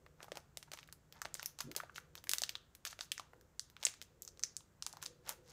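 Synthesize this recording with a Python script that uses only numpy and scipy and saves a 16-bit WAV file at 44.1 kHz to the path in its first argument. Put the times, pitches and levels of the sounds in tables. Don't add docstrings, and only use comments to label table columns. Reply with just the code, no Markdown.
import sys
import numpy as np
from scipy import signal
from scipy.fft import rfft, irfft, next_fast_len
from scipy.io import wavfile

SR = 44100
rng = np.random.default_rng(int(sys.argv[2]) if len(sys.argv) > 2 else 0)


def wrap_up_sound(samples):
    columns = np.atleast_2d(samples).T
    tamed = np.clip(columns, -1, 1)
    steps = np.round(tamed * 32767).astype(np.int16)
    wavfile.write(sys.argv[1], SR, steps)


N = 243431

# freq_hz, relative_density_db
AIR_COLOUR = [(20, -12.5), (48, 2.5), (75, 4), (140, -1), (220, -7), (450, -10.5), (800, -16.5),
              (1500, -17.5), (2400, -25.5), (4500, -28.5), (7500, -25), (9500, -34.5), (15000, -32)]
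# time_s, level_db
HUM_LEVELS = [(0, -72.5), (2.2, -73), (2.6, -86.5), (5.52, -74.5)]
# centre_s, length_s, level_db
DRONE_SWELLS = [(0.1, 0.42, -74.5), (1.294, 0.16, -77), (2.068, 0.6, -74.5), (2.552, 0.085, -78),
                (3.381, 0.11, -71), (4.298, 0.3, -73), (5.093, 0.083, -69.5), (5.44, 0.46, -70)]
# freq_hz, relative_density_db
DRONE_COLOUR = [(150, -16.5), (280, -8), (380, 3), (430, -6.5), (490, 7.5), (570, -5.5), (900, -38)]
# start_s, crease_db, crease_hz, crease_width_ratio, panel_db, panel_hz, tick_db
SNAPS = [(0.064, -51, 1200, 1.6, -61, 720.0, -69), (0.2046, -44, 1410.0, 0.54, -52, 780.0, -69),
         (0.2297, -43.5, 3510.0, 2.1, -49, 550, -69), (0.244, -52.5, 1340, 5.1, -48.5, 960, -55),
         (0.2826, -49, 1180, 0.29, -46.5, 810, -76), (0.319, -37, 1200, 3.8, -39.5, 564, -59),
         (0.3557, -45.5, 2200.0, 3.9, -54, 810.0, -68), (0.372, -38.5, 1600, 5.1, -40.5, 814, -53),
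         (0.5723, -36, 5050, 1.77, -47, 635, -57), (0.6281, -44, 2780.0, 2.7, -72, 710.0, -70),
         (0.7176, -40, 2060.0, 3.8, -50, 680, -60), (0.7361, -39.5, 2260.0, 4.1, -54, 660.0, -58),
         (0.7742, -47.5, 2340.0, 1.3, -52, 1130, -56), (0.7886, -43.5, 1900.0, 2.2, -68, 500.0, -78),
         (0.83, -49, 2220.0, 1.4, -62, 690.0, -65), (0.876, -58.5, 7320.0, 1.24, -58.5, 3600, -67),
         (0.8888, -49, 1310.0, 0.66, -60, 750.0, -72), (0.926, -42.5, 5870.0, 1.96, -53, 1700, -63),
         (1.125, -46.5, 3760.0, 1.6, -61, 452, -51.5), (1.2177, -35, 6790.0, 0.62, -33.5, 1300, -43),
         (1.2503, -43.5, 4600, 0.68, -45.5, 770, -69), (1.255, -34, 1280, 2.6, -43, 725, -58),
         (1.3423, -32.5, 7500, 0.58, -52.5, 680.0, -41), (1.3525, -40, 2570.0, 3.5, -53, 640.0, -60),
         (1.3955, -40.5, 5660, 0.41, -39.5, 1440, -60), (1.4292, -37.5, 1950, 2.8, -59, 734, -39),
         (1.4594, -31.5, 5900, 0.25, -45, 2610.0, -31), (1.5888, -40, 4740, 1.8, -46, 870, -59),
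         (1.6054, -33, 5000, 0.69, -38, 1070, -43), (1.6085, -35.5, 3830.0, 3.67, -38.5, 1420, -52),
         (1.7153, -40.5, 2330.0, 3.4, -57, 480.0, -47.5), (1.7515, -46, 1780, 3.9, -48, 1440, -58),
         (1.7643, -27.5, 6400, 1.22, -41.5, 486, -34), (1.7797, -45, 5700, 1, -45, 774, -71),
         (1.8019, -32, 1380.0, 0.47, -47.5, 694, -63), (1.835, -49, 1400.0, 0.87, -41, 730.0, -72),
         (1.8962, -45.5, 1340, 0.47, -63, 450.0, -89), (1.9602, -41, 2490, 2, -60, 890.0, -50),
         (1.9812, -45, 1200, 2.8, -39.5, 1490.0, -50.5), (2.1539, -40.5, 2440.0, 3.41, -52.5, 450.0, -46.5),
         (2.1784, -55, 1210.0, 2.1, -48, 3460, -75), (2.2406, -44.5, 1830.0, 6.2, -67, 480.0, -51),
         (2.271, -49.5, 2450.0, 4, -46, 1740, -72), (2.2938, -24.5, 5760.0, 1.85, -48.5, 456, -72),
         (2.3146, -27, 6440, 1.3, -48, 1890.0, -49), (2.3351, -22, 4100.0, 2.77, -48, 650, -36.5),
         (2.384, -27.5, 5320.0, 1.16, -40.5, 2020.0, -40), (2.419, -27.5, 6040, 0.81, -40, 730, -42),
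         (2.4363, -24.5, 4030, 0.95, -35.5, 1780, -41), (2.4932, -30.5, 3670, 1.5, -49.5, 1060, -40.5),
         (2.5539, -32.5, 3400, 0.42, -41, 1400, -63), (2.751, -47.5, 4530, 3.1, -61.5, 450.0, -58),
         (2.8519, -31.5, 3100, 2.86, -56, 650, -45), (2.8642, -48, 3380.0, 1.4, -43, 1480.0, -47),
         (2.9289, -46, 1960.0, 2.4, -48, 1570, -70), (2.9912, -40.5, 1930.0, 2.5, -50, 686, -59),
         (3.0091, -32, 4400, 0.8, -40.5, 1420, -53), (3.1184, -28.5, 5500, 1.33, -31, 3300, -45),
         (3.1793, -38, 6050, 0.33, -40, 1810.0, -57), (3.1968, -38.5, 2500, 2, -36, 1000, -70),
         (3.334, -53, 1390, 0.26, -48, 866, -71), (3.4116, -57, 5500, 1.4, -63, 1570, -62),
         (3.5953, -30.5, 5440, 0.73, -48.5, 2020, -72), (3.7001, -54.5, 2400, 4.3, -72.5, 490, -61),
         (3.7665, -45, 2440.0, 0.77, -47.5, 1400, -64), (3.829, -35.5, 3740, 1, -44, 880.0, -48),
         (3.836, -36, 2470.0, 3, -49, 1210.0, -57), (3.852, -18, 7060, 0.4, -38, 1840, -43),
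         (3.8674, -26, 3700, 1.2, -43.5, 620.0, -42), (3.9398, -47.5, 3630, 1.6, -53, 1690.0, -68),
         (4.0157, -39.5, 3620, 1.7, -59, 570.0, -48), (4.0248, -44.5, 4970, 1.43, -63, 590, -66),
         (4.2214, -39, 7170, 0.28, -66, 598, -41), (4.25, -46.5, 6500, 0.34, -71, 700.0, -51.5),
         (4.2773, -39, 6130.0, 0.46, -56.5, 1330, -54), (4.2882, -51, 5550, 0.56, -67, 450.0, -61),
         (4.374, -56.5, 4500, 1, -59.5, 450, -71.5), (4.3947, -45.5, 6160, 0.73, -52, 1480, -56),
         (4.429, -41, 6030.0, 0.38, -59, 453, -64), (4.436, -23, 5790, 0.3, -39.5, 1850, -48),
         (4.5667, -32.5, 6870, 0.58, -58, 1500, -54), (4.6066, -56.5, 3530, 0.7, -61, 960, -68),
         (4.8243, -32.5, 5170, 0.78, -49, 1270, -57), (4.865, -30, 6050, 0.95, -42.5, 1000, -51),
         (4.9282, -44, 6160.0, 0.85, -72, 1660.0, -72), (4.936, -64, 5670.0, 0.27, -47.5, 840.0, -72),
         (4.97, -48.5, 4640.0, 0.83, -45, 894, -57), (5.0271, -36.5, 4820.0, 2.02, -42.5, 1510.0, -56),
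         (5.0581, -42.5, 4390.0, 1.1, -64, 550.0, -71), (5.0619, -33, 5000, 0.8, -47, 970, -54),
         (5.2925, -30, 7900, 1.56, -39.5, 1060.0, -44)]
# centre_s, length_s, film_db, skin_db
STROKES = [(0.228, 0.045, -70, -63), (0.372, 0.025, -71, -58), (0.738, 0.015, -54.5, -56),
           (0.802, 0.061, -70, -74), (0.682, 0.0095, -80, -65), (1.172, 0.044, -69, -65),
           (1.43, 0.095, -60.5, -69), (1.607, 0.019, -48.5, -63), (1.78, 0.019, -54.5, -57.5),
           (1.973, 0.033, -55, -70), (2.181, 0.021, -63, -66.5), (2.318, 0.073, -68.5, -72.5),
           (2.869, 0.017, -45.5, -59.5), (2.911, 0.028, -57, -71), (3.027, 0.036, -56.5, -73),
           (3.862, 0.078, -60, -66), (4.937, 0.15, -84, -70.5), (5.034, 0.022, -52, -65),
           (5.297, 0.044, -52, -53), (5.515, 0.068, -65, -70)]
# freq_hz, relative_density_db
FILM_COLOUR = [(300, -28), (700, -28.5), (1600, -3.5), (3500, -1), (6500, 2.5), (9000, -9), (15000, -9.5)]
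# freq_hz, relative_density_db
SKIN_COLOUR = [(250, -30), (550, -5.5), (700, -6.5), (870, -2), (1150, -7), (1550, -5), (2300, -13),
               (4500, -46)]
# time_s, pitch_hz, level_db
GURGLE_GLIDE = [(1.635, 138.8, -75), (1.646, 147, -48), (1.666, 154, -53), (1.674, 251, -53),
                (1.689, 302, -51.5), (1.709, 379, -55.5), (1.722, 396, -63), (1.735, 420, -67)]
# freq_hz, t60_s
ROOM_T60 = [(200, 0.15), (1500, 0.45), (3500, 0.38), (6500, 0.23), (14000, 0.14)]
# freq_hz, relative_db
ROOM_COLOUR = [(150, 20.5), (600, 2.5), (1500, 0.5), (3000, -2), (6000, 2.5), (10000, 8), (15000, 11.5)]


def from_db(db):
    return 10 ** (np.asarray(db) / 20)


def rms_one(x):
    return x / np.sqrt(np.mean(x ** 2) + 1e-20)


def at_hz(points, hz):
    known_hz, values = np.transpose(points)
    return np.interp(np.log(np.maximum(hz, 1)), np.log(known_hz), values)


def coloured(x, spectrum):
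    size = next_fast_len(N)
    gain = from_db(at_hz(spectrum, np.fft.rfftfreq(size, 1 / SR)))
    return rms_one(irfft(rfft(x, size) * gain, size)[:N])


def resonate(x, hz, width_hz):
    r = np.tan(np.pi * min(width_hz, SR / 3) / SR)
    b, a = [r, 0, -r], [1 + r, -2 * np.cos(2 * np.pi * hz / SR), 1 - r]
    return signal.lfilter(b, a, signal.lfilter(b, a, x))


def ping(hz, width_hz, size=700):
    ring = resonate(signal.unit_impulse(size), hz, width_hz)
    return ring * np.sqrt(SR / 1000 / np.sum(ring ** 2))


def swell(centre_s, length_s):
    return np.exp(-2 * np.minimum(((np.arange(N) / SR - centre_s) / length_s) ** 2, 20))


def add(out, start_s, sound):
    start = max(round(start_s * SR), 0)
    out[start:start + len(sound)] += sound[:max(N - start, 0)]


def air(level_db):
    return from_db(level_db) * coloured(rng.standard_normal(N), AIR_COLOUR)


def hum(pitch_hz, width_hz):
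    level_db = np.interp(np.arange(N) / SR, *np.transpose(HUM_LEVELS))
    return from_db(level_db) * rms_one(resonate(rng.standard_normal(N), pitch_hz, width_hz))


def drone():
    level = sum(from_db(db) * swell(centre_s, length_s) for centre_s, length_s, db in DRONE_SWELLS)
    return level * coloured(rng.standard_normal(N), DRONE_COLOUR)


def snaps(crease_trim_db, panel_trim_db, tick_trim_db, blur_ratio):
    panel_width_ratio, tick_hz, tick_width_hz = 0.59, 12350, 6000
    direct, around = np.zeros((2, N))
    for start_s, crease_db, crease_hz, crease_width_ratio, panel_db, panel_hz, tick_db in SNAPS:
        modes = [(crease_db + crease_trim_db, crease_hz, crease_width_ratio * crease_hz),
                 (panel_db + panel_trim_db, panel_hz, panel_width_ratio * panel_hz),
                 (tick_db + tick_trim_db, tick_hz, tick_width_hz)]
        pop = sum(from_db(db) * ping(hz, width_hz) for db, hz, width_hz in modes)
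        blurred = sum(from_db(db) * ping(hz, blur_ratio * width_hz) for db, hz, width_hz in modes)
        grip = scatter(chatter_db=-13.5, chatter_t60_s=0.0041, echoes_db=-4.5, echoes_t60_s=0.017)
        add(direct, start_s, pop)
        add(direct, start_s, signal.fftconvolve(blurred, grip))
        add(around, start_s, blurred)
    return direct, around


def scatter(chatter_db, chatter_t60_s, echoes_db, echoes_t60_s, size=1100):
    t = np.arange(size) / SR
    chatter, echoes = rng.standard_normal((2, size)) * (t > 0.0003)
    chatter = from_db(chatter_db) * rms_one(chatter * from_db(-60 * t / chatter_t60_s))
    echoes = from_db(echoes_db) * rms_one(echoes ** 3 * from_db(-60 * t / echoes_t60_s))
    return (chatter + echoes) / np.sqrt(size)


def slips(rate_per_s, spread_db, width_ratio, pitch_count=12):
    sizes = from_db(spread_db * np.minimum(rng.exponential(1, N), 3)) * rng.choice([-1, 1], N)
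    clicks = sizes * (rng.random(N) < rate_per_s / SR)
    pitch_index = rng.integers(0, pitch_count, N)
    rings = sum(signal.oaconvolve(clicks * (pitch_index == k), ping(hz, width_ratio * hz))[:N] * hz ** .5
                for k, hz in enumerate(np.geomspace(1000, 13000, pitch_count)))
    return coloured(rings, FILM_COLOUR)


def rustle(stray_db, settle_s):
    film, skin, strain = np.zeros((3, N))
    for centre_s, length_s, film_db, skin_db in STROKES:
        stroke = swell(centre_s, length_s)
        film += from_db(film_db) * stroke
        skin += from_db(skin_db) * stroke
    settling = np.exp(-np.arange(SR) / SR / settle_s)
    for start_s, crease_db, *_ in SNAPS:
        add(strain, start_s, from_db(crease_db) * settling)
    crackle = slips(rate_per_s=1100, spread_db=3, width_ratio=0.7)
    strays = slips(rate_per_s=160, spread_db=3, width_ratio=0.8)
    friction = coloured(rng.standard_normal(N), SKIN_COLOUR)
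    return film * crackle + skin * friction + strain * from_db(stray_db) * strays


def gurgle(overtone_ratio, overtone_db, flutter_depth, waver_depth):
    t = np.arange(N) / SR
    time_s, pitch_hz, level_db = np.transpose(GURGLE_GLIDE)
    flutter, waver = rms_one(resonate(rng.standard_normal((2, N)), hz=90, width_hz=100))
    glide_hz = np.interp(t, time_s, pitch_hz) * (1 + waver_depth * waver)
    phase = 2 * np.pi * np.cumsum(glide_hz) / SR
    tone = np.sin(phase) + from_db(overtone_db) * np.sin(overtone_ratio * phase)
    level = from_db(np.interp(t, time_s, level_db)) * (t > time_s[0]) * (t < time_s[-1])
    return level * (1 + flutter_depth * flutter) * tone


def room(x, tail_db, build_s, echo_s, echo_db, size=22000):
    t, tail = np.arange(size) / SR, np.zeros(size)
    edges_hz = np.geomspace(90, 17000, 13)
    for low_hz, high_hz in zip(edges_hz, edges_hz[1:]):
        bandpass = signal.butter(2, [low_hz, high_hz], "band", fs=SR, output="sos")
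        band = signal.sosfilt(bandpass, rng.standard_normal(size))
        hz = np.sqrt(low_hz * high_hz)
        tail += band * from_db(at_hz(ROOM_COLOUR, hz) - 60 * t / at_hz(ROOM_T60, hz))
    tail *= 1 - np.exp(-t / build_s)
    tail *= from_db(tail_db) / np.sqrt(np.sum(tail ** 2))
    tail[round(echo_s * SR)] += from_db(echo_db)
    return signal.fftconvolve(x, tail)[:N]


def scene():
    direct, around = snaps(crease_trim_db=-1.34, panel_trim_db=-1.33, tick_trim_db=-1.5, blur_ratio=1.19)
    soft = rustle(stray_db=-29.5, settle_s=0.021)
    soft += gurgle(overtone_ratio=1.6, overtone_db=-6.0, flutter_depth=0.23, waver_depth=0.15)
    reverb = room(around + soft, tail_db=-10.5, build_s=0.0028, echo_s=0.0085, echo_db=-16.5)
    background = air(level_db=-69.5) + hum(pitch_hz=152.1, width_hz=24) + drone()
    return (direct + soft + reverb + background)[None]


def record(dry):
    cutoff_hz = 15500
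    return signal.sosfilt(signal.ellip(10, 0.1, 80, cutoff_hz, fs=SR, output="sos"), dry)


dry = scene()
out = record(dry)
wrap_up_sound(out)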